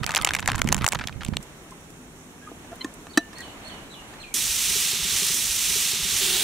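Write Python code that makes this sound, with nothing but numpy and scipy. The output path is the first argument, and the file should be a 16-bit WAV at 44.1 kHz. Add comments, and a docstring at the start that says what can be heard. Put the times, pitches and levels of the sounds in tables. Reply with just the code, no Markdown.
"""A waxed wrapper crackles off a block of butter: creases slip and ring the sheet as wind buffets the microphone.
Then a knife squeaks through the block (stick-slip tones) and knocks on a steel plate (ringing modes) as a
whistled bird calls and a few small dry ticks fall. Next the butter sizzles on a griddle over a fire: dense clicks
for bursting water beads, rumble and puffs for the flames; its first second starts over once. Last, a close view of
the frying, where the griddle hums under a scraper. A breeze bed (banded noise) lies under wrapper and knife."""
import sys
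import numpy as np
from scipy import signal
from scipy.io import wavfile

SR = 44100
rng = np.random.default_rng(int(sys.argv[2]) if len(sys.argv) > 2 else 0)


def int16_out(signal):
    """Quantize to a 16-bit WAV file."""
    q = np.round(np.clip(np.atleast_2d(signal).T, -1, 1) * 32767)
    wavfile.write(sys.argv[1], SR, q.astype(np.int16))


def gain_from_db(level_db):
    """Convert decibel levels to linear amplitude factors (20 dB per decade)."""
    decades = np.asarray(level_db, float) / 20
    return 10 ** decades


N = 283563

# where the knife, griddle and close view begin, and how long the repeated griddle passage is (s)
KNIFE_S, GRIDDLE_S, CLOSE_S, REPEAT_S = 1.405, 4.34, 6.205, 1.001
# stereo likeness of frying and fire: f/Hz, likeness of left and right (0-1)
FRY_LIKENESS = [(60, 0.46), (130, 1), (290, 0.87), (640, 0.75), (1410, 0.8), (3100, 0.95), (6820, 0.76),
                (15000, 0.35)]
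# stereo balance of frying and fire: f/Hz, left over right/dB
FRY_BALANCE = [(60, 4), (180, -1), (550, 1.5), (1650, -1), (4970, -2.5), (15000, -5.5)]


def rms_one(x):
    """Scale to rms 1."""
    return x / np.sqrt(np.mean(x ** 2) + 1e-20)


def in_time(rows):
    """Read every column of a breakpoint curve at each sample."""
    s, *columns = np.transpose(rows)
    return [np.interp(np.arange(N) / SR, s, c) for c in columns]


def at_hz(points, hz):
    """Read a spectrum on a log frequency axis."""
    f, value = np.transpose(points)
    return np.interp(np.log(hz), np.log(f), value)


def sides(db):
    """Left and right gains for a left-over-right difference in dB; negative leans right."""
    return gain_from_db(np.array([db / 2, -db / 2]).reshape(2, -1))


def between(x, start_s, end_s):
    """Keep a sound between two times only, in stereo."""
    out, a, b = np.zeros((2, N)), round(start_s * SR), min(round(end_s * SR), N)
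    out[:, a:b] = x[..., a:b]
    return out


def drift(rate_hz):
    """Slow random wander of rms 1: lowpassed noise made at one value per 40 samples."""
    r = np.exp(-80 * np.pi * rate_hz / SR)
    slow = signal.lfilter([1], [1, -2 * r, r * r], rng.standard_normal(N // 40 + 2002))[2000:]
    return np.interp(np.arange(N) / 40, np.arange(len(slow)), rms_one(slow))


def resonance(x, hz, width_hz):
    """One resonant peak of gain 1."""
    r = np.exp(-np.pi * width_hz / SR)
    poles = [1, -2 * r * np.cos(2 * np.pi * hz / SR), r * r]
    return signal.lfilter([(1 - r * r) / 2, 0, (r * r - 1) / 2], poles, x)


def grains(per_s, spread_db, shape):
    """Random clicks of either sign, a few of them much larger, at rms 1."""
    sizes = gain_from_db(spread_db * np.minimum(rng.exponential(1, shape), 5)) * rng.choice([-1, 1], shape)
    return rms_one(sizes * (rng.random(shape) < per_s / SR)) + 1e-18


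def banded(source, spectrum, likeness, balance, patchy_db, gain_db, span):
    """Quarter-octave stereo bands inside a span, each patchy on its own; gain_db(hz) moves a band in time."""
    a, b = round(span[0] * SR), min(round(span[1] * SR), N)
    out, edges = np.zeros((2, N)), 25 * 2 ** np.arange(0, 9.6, .25)
    for k, (low, high) in enumerate(zip(edges, edges[1:])):
        hz = np.sqrt(low * high)
        band = signal.butter(2, [low, high], "band", fs=SR, output="sos")
        mid, side = signal.sosfilt(band, source[k % 2][:, a:b])
        alike = np.clip(at_hz(likeness, hz), -1, 1)
        level_db = at_hz(spectrum, hz) + gain_db(hz) + patchy_db * drift(16.6)
        gain = gain_from_db(level_db)[a:b] * sides(at_hz(balance, hz))
        out[:, a:b] += gain * (np.sqrt(1 + alike) * mid + np.sqrt(1 - alike) * side * [[1], [-1]])
    return out


def add(out, s, burst):
    """Mix a short burst in at a time."""
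    at = round(s * SR)
    out[:, at:at + burst.shape[-1]] += burst[..., :N - at]


def wrapper_snaps():
    """Each crease buckles in a few quick slips that ring the waxed sheet; duller snaps ring longer."""
    # loudest snaps: t/s, body peak level/dB, crease pitch f/Hz, treble peak over body/dB
    snaps = [(.033, -16.5, 1650, -14), (0.042, -15.5, 2840, -10), (.064, -14, 2530, 3.5),
             (.092, -13.5, 1480, -7), (0.107, -13.5, 2100, -7), (0.117, -20, 1770, 3),
             (.139, -16, 1620, -15), (0.148, -8, 2750, 0.5), (.16, -11, 2490, 6.5),
             (0.166, -4.5, 2790, -10), (0.172, -11.5, 1620, -5), (.177, -16, 1770, 4),
             (0.187, -18, 1310, -26), (.2, -27, 1670, -8), (.213, -14, 3150, -8), (.221, -18, 2500, 2.5),
             (.247, -5, 2560, 2.5), (.265, -17, 1890, -5), (.272, -9, 1600, -9), (0.289, -11, 2560, -11),
             (.307, -9.5, 1550, -13), (.335, -10.5, 2100, -2.5), (.342, -15.5, 1770, -4),
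             (.349, -8.5, 1800, -5.5), (0.364, -19.5, 1870, -3), (.387, -18, 1930, -14),
             (.394, -15, 1810, -4), (.403, -26, 1880, 6.5), (.426, -18.5, 1530, -18),
             (.459, -14.5, 1980, -8), (.476, -6.5, 1860, -0.5), (0.484, -12, 1050, -12),
             (.494, -14.5, 2490, -14), (.499, -15, 1360, -11), (0.517, -11, 1730, -4.5),
             (.531, -19, 1380, -18), (0.545, -15, 1290, -17), (0.553, -20, 1400, -1), (0.557, -20, 1810, 3),
             (0.58, -16.5, 1540, -8), (0.592, -20.5, 1820, 2), (.617, -2.5, 1650, -4), (.643, -28, 1200, 3),
             (.673, -16, 2030, -5), (.688, -12, 1860, -3), (0.696, -28, 1430, -16), (0.705, -30, 990, -10),
             (.72, -13, 1960, -7), (0.725, -4.5, 1030, 0.5), (.745, -8.5, 2110, 1), (.766, -18.5, 2040, 4),
             (0.779, -17.5, 1450, -7), (.787, -24.5, 1900, -5), (.81, -21.5, 1470, -27),
             (.82, -16.5, 2200, -5), (.836, -21.5, 1100, -14), (.843, -8, 1380, -7), (0.847, -15, 1380, -5),
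             (0.856, -45, 1990, -20), (.864, -4.5, 2230, 0), (.878, -11.5, 1210, 3.5),
             (.887, -18, 2620, 11.5), (.921, -14, 2060, 1.5), (.925, -12.5, 2060, -6),
             (.932, -14.5, 1050, -2), (.948, -15, 1210, -4), (0.952, -15.5, 1200, -16),
             (0.968, -35, 1400, -9), (0.989, -21, 2050, -4.5), (.995, -18.5, 1550, -18),
             (1.009, -19, 1560, -28), (1.039, -22, 1620, -11), (1.072, -15.5, 3240, -2.5),
             (1.084, -19.5, 1800, -10), (1.094, -24.5, 1270, -20), (1.125, -32, 2410, -13),
             (1.208, -27.5, 1820, -14), (1.215, -24, 1440, -21), (1.233, -24, 2080, -8),
             (1.248, -22.5, 2730, 0.5), (1.263, -26.5, 2930, -8), (1.276, -33, 3030, -17),
             (1.283, -28.5, 2420, -2), (1.335, -24, 1310, -23), (1.368, -11, 2780, -5.5)]
    even_t60_s, longer_per_dull_db, ring_scatter_db = 0.0082, 0.45, 3.5   # ring time when body and treble match
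    out, t = np.zeros((2, N)), np.arange(1500) / SR
    dull = signal.butter(3, [300, 5200], "band", fs=SR, output="sos")
    for s, db, hz, treble_db in snaps:
        ring_luck, pan_luck = rng.standard_normal(2)
        t60 = even_t60_s * gain_from_db(ring_scatter_db * ring_luck - longer_per_dull_db * treble_db)
        envelope = np.minimum(t / 0.00067, 1) * gain_from_db(-60 * t / max(t60, .003))
        slips = rng.standard_normal((3, t.size)) ** 3 * envelope   # cubing leaves a few large slips
        # one shared part plus one for each side; the treble is wider
        wide = slips[0] + 0.73 * slips[1:]
        narrow = slips[0] + 0.22 * slips[1:]
        body = resonance(narrow, hz, 0.5 * hz) + 0.047 * resonance(narrow, 2.5 * hz, hz)
        body = signal.sosfilt(dull, body + 0.5 * resonance(narrow, 910, 690))
        treble = resonance(wide, rng.uniform(6160, 8000), 1630) + 0.16 * resonance(wide, 9700, 2700)
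        snap = body / np.abs(body).max() * sides(-1.5)
        snap = snap + gain_from_db(treble_db) * treble / np.abs(treble).max() * sides(-3)
        add(out, s, gain_from_db(db) * snap * sides(2.0 * pan_luck))
    return out


def wrapper_crackle():
    """Smaller creases give way in clumps of clicks that follow the handling."""
    # handling: t/s, fine crackle level/dB
    handling = [(0.0, -35.5), (.1, -30), (.5, -38), (.85, -35.5), (1.044, -46), (1.192, -52.5), (1.4, -67)]
    # crackle colour: f/Hz, relative level/dB
    colour = [(180, -38), (300, 3), (494, 0), (1080, 11), (2740, 0.5), (5610, -14), (6620, -13),
              (10400, -14.5), (16000, -45.5)]
    clumps = grains(350, 4.0, (1, 2, N)).repeat(2, axis=0) * gain_from_db(4.5 * drift(60))
    level_db, = in_time(handling)
    likeness, balance = [(600, 1.0), (15000, 0.091)], [(300, -3.5), (15000, 4)]
    return banded(clumps, colour, likeness, balance, 2.2, lambda hz: level_db, (0, KNIFE_S))


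def knife_knocks():
    """A few ms of rattling contact strike the plate's decaying modes, unevenly from knock to knock."""
    # knocks: t/s, peak level/dB, hardness cut f/Hz, rattle time to -40 dB/s
    knocks = [(2.516, -28.5, 486, 0.0056), (2.646, -34.5, 1500, .005), (2.719, -35, 2000, 0.011),
              (2.845, -17, 5440, 0.009), (3.069, -28.5, 3000, 0.0053), (3.1742, -1, 5100, 0.018),
              (3.331, -30.5, 5000, 0.015), (3.481, -32, 6000, 0.0031), (4.137, -32.5, 2510, 0.014)]
    # steel plate modes: f/Hz, level/dB, t60/s
    plate = [(307, 8, 0.027), (452, -11.5, 0.049), (686, -17.5, 0.1), (886, 2, 0.0092), (1210, -7, 0.032),
             (1380, -12, 0.039), (1774, -24, 0.27), (1800, 2, 0.019), (2670, -10.5, 0.033),
             (3980, -16, 0.05), (4600, -27, 0.027), (5866, -12, 0.05), (6570, -11, 0.028),
             (7600, -10, 0.019), (8320, -5.5, 0.025)]
    out, t = np.zeros((2, N)), np.arange(6000) / SR
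    for s, db, cut_hz, rattle_s in knocks:
        contact = rng.standard_normal(t.size) * gain_from_db(-40 * t / rattle_s)
        hardness = signal.butter(1, [300, min(cut_hz, 18000)], "band", fs=SR, output="sos")
        softening = signal.butter(1, min(3.0 * cut_hz, 18000), fs=SR, output="sos")
        contact = signal.sosfilt(softening, signal.sosfilt(hardness, contact))
        ring = 14.0 * signal.lfilter([1, -1], [1, -.95], contact)   # the contact heard directly
        for hz, mode_db, t60 in plate:
            r, w = gain_from_db(-60 / (t60 * SR)), 2 * np.pi * hz / SR
            struck = signal.lfilter([0, np.sin(w)], [1, -2 * r * np.cos(w), r * r], contact)
            ring = ring + gain_from_db(mode_db + rng.normal(0, 1.5)) * struck
        ring = signal.sosfilt(signal.butter(3, [230, 13000], "band", fs=SR, output="sos"), ring)
        add(out, s, gain_from_db(db) * ring / np.abs(ring).max() * sides(-.5))
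    return out


def knife_squeaks():
    """The blade sticks and slips in the fat: four rising partials of uneven strength."""
    # squeaks: t/s, length/s, starting f/Hz, fundamental level/dB, gain per overtone/dB
    squeaks = [(1.711, 0.037, 1034, -47.5, -16), (2.409, 0.1, 1617, -48.5, -14),
               (2.461, 0.04, 1220, -46, -25), (2.715, 0.028, 678, -40.5, -13),
               (2.806, 0.026, 1025, -46, 3.5), (2.788, 0.11, 1023, -45, -40), (3.363, .085, 1870, -48, -30),
               (3.37, .07, 1560, -51, -30)]
    out = np.zeros((2, N))
    for s, length, hz, db, tilt_db in squeaks:
        u = np.arange(round(length * SR)) / SR
        uneven = gain_from_db(6.9 * drift(79)[:u.size])
        phase = 2 * np.pi * hz * u * (1 + 0.24 * u)
        tone = sum(gain_from_db(tilt_db * k) * np.sin((k + 1) * phase) for k in range(4))
        add(out, s, gain_from_db(db) * tone * uneven * np.sin(np.pi * u / length))
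    return out


def frying(db, fizz_db, colour, span):
    """Thousands of water beads burst in the fat each second; fizz_db lifts the treble above 4 kHz."""
    beads = grains(9000, 1.63, (2, 2, N)) * gain_from_db(0.86 * drift(92))
    spit = grains(28, 3.2, N)   # larger pops, heard in all bands at once
    return banded(beads + .12 * spit, colour, FRY_LIKENESS, FRY_BALANCE, 0.43,
                  lambda hz: db + fizz_db * np.clip(np.log2(hz / 4000), 0, 1), span)


def fizz():
    """Gain in dB of the finest fizz: it starts strong, settles, and thins for a moment."""
    t = np.arange(N) / SR
    first_db = 4.5 * np.exp(-np.abs(t - GRIDDLE_S) / 0.043)
    thins_db = -3.5 * np.exp(-((t - 5.01) / .12) ** 2)
    return first_db + thins_db


def fire():
    """Flames rumble as fluttering low noise, and puff: low swelling tones that ring the griddle at 400 Hz."""
    # rumble colour: f/Hz, relative level/dB
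    colour = [(15, -36), (25, 3), (124, -3), (180, -1.5), (292, -7), (420, -11), (650, -16), (1000, -11),
              (2000, -90)]
    # puffs under the griddle: t/s, level/dB, low pitch f/Hz, griddle ring over the low tone/dB
    puffs = [(4.34, -35.5, 234, -2), (4.499, -34, 78.1, -17), (4.699, -44, 129, 7), (4.755, -43.5, 130, 13),
             (4.854, -33.5, 182, -7), (4.929, -33, 125, -2.5), (4.995, -30, 160, -9),
             (5.024, -30, 59.2, -28), (5.048, -30.5, 188, -7), (5.12, -35, 75.4, -3.5),
             (5.154, -33, 90.7, -16), (5.22, -30, 181, -2), (5.299, -31, 172, -4.5)]
    flutter_db = 1.5 * drift(16)
    out = banded(rng.standard_normal((2, 2, N)), colour, FRY_LIKENESS, FRY_BALANCE, 1.33,
                 lambda hz: -27.5 + flutter_db, (GRIDDLE_S, N / SR))
    t = np.arange(3000) / SR
    swell = t / 0.0088 * np.exp(1 - t / 0.0057)
    for s, db, hz, ring_db in puffs:
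        puff = np.sin(2 * np.pi * hz * t) + gain_from_db(ring_db) * np.sin(2 * np.pi * 400 * t)
        add(out, s, gain_from_db(db) * swell * puff)
    return out


def griddle_hum():
    """The scraper's rubbing noise drives the sheet's low resonances."""
    # hum resonances: f/Hz, width/Hz, rms level/dB
    modes = [(382, 45, -38.5), (773, 24, -53)]
    rub, hum = rng.standard_normal(N), 0
    for hz, width_hz, db in modes:
        hum = hum + gain_from_db(db) * rms_one(resonance(resonance(rub, hz, width_hz), hz, 2 * width_hz))
    return between(hum, CLOSE_S, N / SR)


def bird():
    """A wavering whistle holds and drops, gains an octave on its high note, and is smeared by echoes from trees."""
    # calls: start t/s, high note f/Hz, low note f/Hz, end of hold after start/s, high note level/dB
    calls = [(3.094, 4520, 3030, 0.035, -49.5), (3.355, 4375, 3050, 0.051, -45),
             (3.647, 4350, 3060, 0.037, -47.5), (3.897, 3980, 2970, 0.034, -47.5),
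             (4.198, 4250, 2470, .02, -44.5)]
    attack_s, drop_s, tail_s, sag_hz_per_s = 0.019, 0.023, 0.084, 2550
    scoop_hz = 130   # the note starts this far under its pitch
    song, waver, flutter = np.zeros(N), 1 + .011 * drift(250), gain_from_db(3.5 * drift(140))
    for s, high_hz, low_hz, hold_s, top_db in calls:
        low_s = s + hold_s + drop_s
        # t/s, f/Hz, level over the high note/dB
        hz, db = in_time([(s, high_hz - scoop_hz, -7), (s + attack_s, high_hz, 0), (s + hold_s, high_hz, 0),
                          (low_s, low_hz, 0.5), (low_s + tail_s, low_hz - sag_hz_per_s * tail_s, -10)])
        phase = 2 * np.pi * np.cumsum(hz * waver) / SR
        octave = .22 * np.clip(hz / 500 - 7, 0, 1)   # fades in from 3500 to 4000 Hz
        whistle = np.sin(phase) + octave * np.sin(2 * phase)
        song += between(gain_from_db(top_db + db) * flutter * whistle, s, low_s + tail_s)[0]
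    t = np.arange(16000) / SR
    echoes = rms_one(rng.standard_normal((2, t.size))) * gain_from_db(-29 - 60 * t / 0.34)   # t60 0.34 s
    wet = signal.fftconvolve(song[None], echoes, axes=1)[:, :N]
    return between(song * sides(-2.4) + wet, 0, GRIDDLE_S)


def wind():
    """Lumpy low turbulence, mostly its own on each microphone port, with single decaying buffets."""
    # gusts: t/s, level before panning/dB
    gusts = [(0.0, -31), (0.182, -45), (0.214, -34), (0.24, -42), (0.67, -25), (0.794, -34), (0.85, -28.5),
             (0.88, -50), (0.942, -34.5), (1.246, -40), (1.29, -33.5), (1.4, -34.5)]
    # buffets: t/s, level before panning and decay/dB, f/Hz
    buffets = [(.014, -20.5, 110), (0.488, -19, 130), (0.55, -20, 90), (0.65, -11, 180), (.705, -26, 110),
               (.774, -18, 119), (.813, -17, 164), (.845, -19, 100), (.96, -25, 150), (1.055, -25.5, 140),
               (1.16, -23, 110), (1.288, -14, 170), (1.326, -17, 157), (1.361, -24, 168)]
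    pan_db, veer_db = -14, 1.5   # left over right: the right port is exposed
    gust_db, = in_time(gusts)
    eddies = rng.standard_normal((2, N)) * gain_from_db([6.8 * drift(11), 3.3 * drift(22.5)])
    eddies = signal.sosfilt(signal.butter(2, [40, 180], "band", fs=SR, output="sos"), eddies)
    turbulence = rms_one(eddies + 0.17 * eddies[::-1])
    out = gain_from_db(gust_db) * sides(pan_db + veer_db * drift(8)) * turbulence
    t = np.arange(2600) / SR
    for s, db, hz in buffets:
        add(out, s, gain_from_db(db) * sides(pan_db) * np.sin(2 * np.pi * hz * t) * np.exp(-1.8 * hz * t))
    return between(out, 0, KNIFE_S)


def ticks():
    """A few small dry ticks near the knife: short bright bursts of resonant noise."""
    # ticks: t/s, peak level before panning/dB, f/Hz
    dry_ticks = [(1.427, -33.5, 7400), (1.708, -38, 7000), (1.903, -41, 7200), (2.757, -39, 9500),
                 (2.939, -35, 9000), (3.384, -31, 6500), (3.405, -31.5, 7100), (3.68, -40, 7950)]
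    out, t = np.zeros((2, N)), np.arange(900) / SR
    for s, db, hz in dry_ticks:
        tick = resonance(rng.standard_normal((2, t.size)) * gain_from_db(-60 * t / 0.036), hz, .5 * hz)
        add(out, s, gain_from_db(db) * tick / np.abs(tick).max() * sides(-9.0))
    return out


def air():
    """Hum of the land, rustle and leaf hiss follow the breeze, fainter by the wrapper; a far engine drones."""
    # breeze in the nearby growth: t/s, rustle over its resting level/dB
    rustle = [(1.41, 4), (2.0, 0), (2.35, 0.5), (2.75, 4.5), (3.25, 1), (3.39, 7.5), (3.55, 6.5),
              (3.72, 10), (3.95, 4), (4.15, 7.5), (4.33, 2.5)]
    # colour: f/Hz, relative level/dB
    colour = [(15, -40), (25, -9), (100, -10.5), (250, -9.5), (460, -13), (700, -11.5), (1330, -14.5),
              (2500, -17), (4100, -22.5), (4900, -38), (5700, -23), (7500, -23.5), (11000, -29),
              (16000, -40)]
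    # stereo likeness: f/Hz, likeness of left and right (-1 to 1)
    likeness = [(60, 0.88), (130, 0.9), (290, 0.9), (640, 0.73), (1410, 0.17), (3100, -0.49),
                (6820, -0.052), (15000, -0.074)]
    # stereo balance: f/Hz, left over right/dB
    balance = [(60, -1.5), (240, 1.5), (950, 0), (3770, -3.5), (15000, -5.5)]
    # far engine: f/Hz, width/Hz, rms level/dB
    engine = [(165, 15, -58), (251, 4.2, -55)]
    breeze_db, = in_time(rustle)
    by_wrapper = np.arange(N) < KNIFE_S * SR
    base_db = np.where(by_wrapper, -35.5, -31)
    hum_db = 7 + 0.31 * breeze_db   # below 500 Hz
    hiss_db = np.where(by_wrapper, 5.5, 3.5 + 0.18 * breeze_db)   # from 4500 Hz up
    noise = rng.standard_normal((2, 2, N))

    def level_db(hz):
        """Base level plus the movement of hum, rustle or hiss."""
        return base_db + (hum_db if hz < 500 else breeze_db if hz < 4500 else hiss_db)

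    bed = banded(noise, colour, likeness, balance, 1.0, level_db, (0, GRIDDLE_S))
    drone = sum(gain_from_db(db) * rms_one(resonance(noise[0, 1], hz, width_hz)) for hz, width_hz, db in engine)
    return bed + between(drone, KNIFE_S, 3.3)


def scene():
    """Wrapper, knife, griddle and close view in turn; the griddle's first second starts over once."""
    # vigour of the frying in its first second: t/s, level/dB
    vigour = [(4.345, -22.5), (4.5, -22), (4.815, -19.5), (5.0, -21.5), (5.185, -20), (5.34, -21)]
    # frying colours, one for the griddle and one for the close view: f/Hz, relative level/dB
    fry_colours = [(240, -39), (400, -15.5), (562, -22), (949, -17), (1230, -12), (1420, -12.5), (3070, -1),
                   (3750, -0.5), (5110, -4), (5690, 1), (6950, -1.5), (8500, -1.5), (13500, -9.5),
                   (15300, -9.5), (16000, -25)], [(240, -48), (400, 4.5), (453, -22), (687, -15.5),
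                   (789, -11), (852, -14), (1270, -9.5), (1820, -7.5), (3530, 3), (4730, -2), (8900, -2.5),
                   (14600, -12), (16000, -9)]
    flames = fire()
    sizzle = frying(*in_time(vigour), fizz(), fry_colours[0], (GRIDDLE_S, CLOSE_S))
    once = between(flames + sizzle, GRIDDLE_S, GRIDDLE_S + REPEAT_S)
    again = np.roll(once, round(REPEAT_S * SR), axis=1)
    griddle = between(once + again, GRIDDLE_S, CLOSE_S)   # the second pass is cut short
    close = frying(-20, 0, fry_colours[1], (CLOSE_S, N / SR)) + griddle_hum()
    close = close + between(flames, CLOSE_S, N / SR)
    foreground = wrapper_snaps() + wrapper_crackle() + knife_knocks() + knife_squeaks() + griddle + close
    return foreground + bird() + wind() + ticks() + air()


def band_limit(x):
    """A steep low-pass at the top of the band."""
    return signal.sosfilt(signal.butter(12, 16480, fs=SR, output="sos"), x)


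def record(dry):
    """A narrow dip near 5 kHz colours the whole mix, the top is cut, and peaks flatten at full scale."""
    coloured = dry - 0.13 * resonance(dry, 4970, 370)
    top_cut = signal.ellip(10, .5, 60, 15720, fs=SR, output="sos")
    mix = np.clip(signal.sosfilt(top_cut, coloured), -1, 1)
    return band_limit(mix)


dry = scene()
out = record(dry)
int16_out(out)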